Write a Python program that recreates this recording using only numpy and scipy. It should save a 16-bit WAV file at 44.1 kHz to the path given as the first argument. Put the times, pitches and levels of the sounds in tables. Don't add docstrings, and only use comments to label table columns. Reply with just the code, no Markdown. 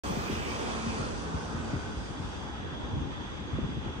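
import sys
import numpy as np
from scipy import signal
from scipy.fft import rfft, irfft
from scipy.io import wavfile
from scipy.ndimage import uniform_filter1d

SR = 44100
rng = np.random.default_rng(int(sys.argv[2]) if len(sys.argv) > 2 else 0)


def output_pcm(signal):
    pcm = np.clip(np.atleast_2d(signal).T, -1, 1) * 32767
    wavfile.write(sys.argv[1], SR, np.round(pcm).astype(np.int16))


N = 176400
TIME = np.arange(N) / SR

# (frequency [Hz], likeness [0-1], left's phase lead [rad])
STREET_PORTS = [(100, 1, 0), (450, 0.52, 1.33), (960, 0.28, 0.54), (1410, 0.29, 0.98), (2110, 0.82, 4.5),
                (2540, 0, 3.5), (3870, 0.7, -0.5), (4870, 0.6, -6.5), (5330, 0, 0.5), (6880, 0, 7),
                (8300, 0.55, -3)]


def amp(db):
    return 10 ** (np.asarray(db) / 20)


def unit(x):
    return x / np.sqrt(np.mean(abs(x) ** 2) + 1e-20)


def over_time(rows, t):
    at, *columns = np.transpose(rows)
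    return [np.interp(t, at, c) for c in columns]


def over_hz(rows, hz):
    at, *columns = np.transpose(rows)
    return [np.interp(np.log(hz + 1), np.log(at), c) for c in columns]


def sides(balance_db):
    gains = np.array([amp(balance_db / 2), amp(-balance_db / 2)])
    return gains / np.sqrt((gains ** 2).mean(0))


def bell(centre_s, half_length_s):
    return np.exp(-0.5 * ((TIME - centre_s) / half_length_s) ** 2)


def wander(rate_hz):
    hz = np.fft.rfftfreq(N, 1 / SR)
    return unit(irfft(rfft(rng.standard_normal((2, N))) * np.exp(-(hz / rate_hz) ** 2), N))


def narrow_band(hz, width_hz, level_db, shift_rad):
    a, b = wander(width_hz)
    note = (a + 1j * b) * np.exp(2j * np.pi * hz * TIME) * amp(level_db)
    return np.array([note, note * np.exp(1j * shift_rad)]).real


def port_link(rows, hz):
    likeness, phase = over_hz(rows, hz)
    return np.clip(likeness, 0, 0.98) * np.exp(-1j * phase)


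def frame_grid(size=1024):
    hop = size // 4
    return np.arange(N // hop + 5)[:, None] * hop / SR, np.fft.rfftfreq(size, 1 / SR)


def road_noise(colour, level_db, link, patchy_db, flicker_db, size=1024):
    t, hz = frame_grid(size)
    a, b, c, d, patches = rng.standard_normal((5, len(t), len(hz)))
    patches = unit(uniform_filter1d(uniform_filter1d(patches, size=14, axis=0), size=7, axis=1))
    flicker = unit(uniform_filter1d(rng.standard_normal(t.shape), size=10, axis=0))
    left = a + 1j * b
    right = link * left + np.sqrt(1 - abs(link) ** 2) * (c + 1j * d)
    colour_db, balance_db = over_hz(colour, hz)
    spectra = np.array([left, right]) * unit(amp(colour_db)) * sides(balance_db)[:, None]
    spectra *= amp(level_db + patchy_db * patches + flicker_db * flicker)
    _, noise = signal.istft(spectra.swapaxes(1, 2), nperseg=size, noverlap=size * 3 // 4)
    return noise[:, :N] * np.sqrt(3 / size)


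def turbulence(colour, steady_s, likeness=0.38, steadying=0.8):
    left, right, shared = rng.standard_normal((3, N))
    white = np.sqrt(likeness) * shared + np.sqrt(1 - likeness) * np.array([left, right])
    colour_db = over_hz(colour, np.fft.rfftfreq(N, 1 / SR))[0]
    noise = irfft(rfft(white) * amp(colour_db), N)
    power = uniform_filter1d((abs(signal.hilbert(noise)) ** 2).mean(0), int(steady_s * SR))
    return unit(noise / power ** (steadying / 2))


def car_tyres():
    # (time [s], roar [dB], upper midrange [dB], hiss [dB], direct share [0-1])
    retreat = [(0.05, -34, -45, -35, 1), (.42, -35, -37.5, -35.5, 0.8), (.9, -35.5, -43, -35.5, 0.78),
               (1.3, -39.5, -57.5, -40.5, 0.75), (1.7, -40, -55, -41, 0), (2.0, -48, -59, -43, 0.3),
               (2.35, -46.5, -59, -44, 0), (2.65, -45, -58, -55.5, 0.54), (4.0, -56.5, -55, -56.5, 0.6)]
    # (frequency [Hz], relative level [dB], left minus right [dB])
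    colour = [(40, -37, 8.5), (80, -13, -9), (129, -5, 3.5), (480, -4, -1), (675, -7.5, -6.5),
              (1290, -8.5, -2.5), (1520, -10.5, 1), (2210, -11, -8.5), (2480, -6, -7), (2900, -16, 0),
              (3340, -13.5, -2), (3920, -21, 1.5), (4760, -19.5, 0), (5750, -22, 17), (6330, -20.5, 3.5),
              (6940, -27.5, 1.5), (8150, -26.5, 1), (9100, -29, -10), (10150, -38, 0.5), (11160, -63.5, 1)]
    # (frequency [Hz], likeness [0-1], left's phase lead [rad])
    direct_ports = [(80, 1, -3), (304, 0.66, -1.0), (614, 0.88, -2.0), (1140, 0.65, -2), (2030, 1, -4.5),
                    (2530, 0.68, -3), (3400, 0.44, -8), (5500, 0.5, -8.5), (9300, 0, -7)]
    roar_hz, upper_hz, hiss_hz = 1390, 2020, 4520
    t, hz = frame_grid()
    roar, upper, hiss, direct = over_time(retreat, t)
    to_upper = np.interp(hz, [roar_hz, upper_hz], [0, 1])
    to_hiss = np.interp(hz, [upper_hz, hiss_hz], [0, 1])
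    level_db = roar + (upper - roar) * to_upper + (hiss - upper) * to_hiss
    link = direct * port_link(direct_ports, hz) + (1 - direct) * port_link(STREET_PORTS, hz)
    return road_noise(colour, level_db, link, patchy_db=1.8, flicker_db=0.72)


def tyre_sizzle():
    hiss = narrow_band(hz=14400, width_hz=1100, level_db=-64.5, shift_rad=0)
    return hiss * bell(centre_s=0.13, half_length_s=0.31)


def distant_traffic():
    # (frequency [Hz], relative level [dB], left minus right [dB])
    colour = [(40, -31, -4), (80, -6, 7), (129, -13, -3.5), (259, -8.5, -2), (438, -11.5, -2.5),
              (635, -18, 6), (840, -10.5, 2.5), (1236, -16, 0.5), (1840, -16.5, -2.5), (2190, -24, -0.5),
              (3070, -22.5, -4.5), (3394, -21, -1), (4050, -30.5, -2), (4830, -31, -2), (5460, -35, 5.5),
              (6430, -30, -2), (6770, -39, -3.5), (7850, -42, 2), (8970, -45, -23), (11100, -69.5, -2)]
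    _, hz = frame_grid()
    link = port_link(STREET_PORTS, hz)
    return road_noise(colour, level_db=-43, link=link, patchy_db=1.23, flicker_db=0.6)


def engine_drone():
    # (time [s], level [dB])
    levels = [(0.05, -45), (.66, -51.5), (.88, -37.5), (1.3, -55), (1.7, -41), (2.0, -75)]
    upper_hz, waver_hz, waver_rad = 226.6, 4.1, 0.55
    phase = 2 * np.pi * upper_hz * TIME + rng.uniform(0, 2 * np.pi) + waver_rad * wander(waver_hz)[0]
    upper = np.sqrt(2) * np.cos([phase, phase + 1]) * amp(over_time(levels, TIME)[0])
    lower = narrow_band(hz=164.7, width_hz=waver_hz, level_db=-44, shift_rad=0.62)
    return upper + lower * bell(centre_s=1.41, half_length_s=0.25)


def wind_rumble():
    # (frequency [Hz], relative level [dB])
    colour = [(20, -48), (35, -14), (52, -2), (72, 1), (110, -5.5), (170, -9.5), (280, -8.5), (450, -24),
              (4000, -82)]
    # (time [s], half length [s], level [dB])
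    gusts = [(2.95, 0.12, -35), (3.607, 0.07, -33.5)]
    breeze_db, eddy_db, eddy_hz = -41, 2.5, 20
    gust_power = sum((amp(db) * bell(at_s, half_s)) ** 2 for at_s, half_s, db in gusts)
    strength = np.sqrt(amp(breeze_db) ** 2 + gust_power)
    return turbulence(colour, steady_s=0.056) * strength * amp(eddy_db * wander(eddy_hz))


def wind_flutter():
    # (frequency [Hz], relative level [dB])
    colour = [(30, -11), (90, 6.5), (300, 3.5), (490, 2.5), (800, -23.5), (4000, -81)]
    mean_db, spread_db = -51.5, 4.5
    level_db = mean_db + spread_db * wander(rate_hz=22)[0]
    return amp(level_db) * turbulence(colour, steady_s=0.0109)


def wind_puffs():
    # (time [s], level [dB], starting rate of the swings [Hz])
    eddies = [(.098, -32, 470), (0.169, -30, 280), (0.297, -30.5, 440), (0.326, -34.5, 380),
              (.864, -32.5, 290), (.995, -34, 200), (1.342, -33, 130), (1.543, -34, 260),
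              (1.730, -27.5, 350), (1.761, -32, 190), (1.965, -32, 80), (2.196, -33.5, 219),
              (2.243, -36, 100), (3.02, -36, 360), (3.532, -32, 130), (3.585, -34, 500), (3.638, -30, 350),
              (3.768, -30, 170), (3.861, -33, 360)]
    rise_s, fade_s, slowing_s, end_hz = 0.0019, 0.029, 0.0109, 55.5
    roughness, rough_hz = 0.51, 208
    ragged = 1 + roughness * (wander(rough_hz) + 1j * wander(rough_hz))
    pressure = np.zeros((2, N))
    for at_s, db, start_hz in eddies:
        age = np.maximum(TIME - at_s, 0)
        hz = end_hz + (start_hz - end_hz) * np.exp(-age / slowing_s)
        swings = np.exp(2j * np.pi * (np.cumsum(hz) / SR + rng.random()))
        envelope = np.minimum(age / rise_s, 1) * np.exp(-(age / fade_s) ** 2)
        pressure += amp(db) * envelope * (swings * ragged).real
    low_cut = signal.butter(4, 42, "highpass", fs=SR, output="sos")
    return np.sqrt(2) * sides(balance_db=2.8)[:, None] * signal.sosfilt(low_cut, pressure)


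def tyre_song():
    song = narrow_band(hz=1498, width_hz=77, level_db=-50, shift_rad=1.65)
    return song * bell(centre_s=1.7, half_length_s=0.33)


def distant_rails():
    # (time [s], level [dB])
    levels = [(1.7, -64), (2.75, -53), (4.0, -55.5)]
    modes = [3325, 3340, 3466]
    hiss_db = over_time(levels, TIME)[0]
    ring = sum(narrow_band(hz, width_hz=13, level_db=hiss_db - 8.5, shift_rad=2.18) for hz in modes)
    return narrow_band(hz=3400, width_hz=165, level_db=hiss_db, shift_rad=np.pi) + ring


def scene():
    road = car_tyres() + distant_traffic() + engine_drone() + tyre_song() + distant_rails()
    wind = wind_rumble() + wind_puffs() + wind_flutter()
    return road + wind + tyre_sizzle()


def record(dry):
    open_s, edge_hz = 0.036, 15700
    low_pass = signal.firwin(511, edge_hz, window=("kaiser", 9), fs=SR)
    return signal.oaconvolve(dry * (TIME > open_s), low_pass[None], "same")


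dry = scene()
out = record(dry)
output_pcm(out)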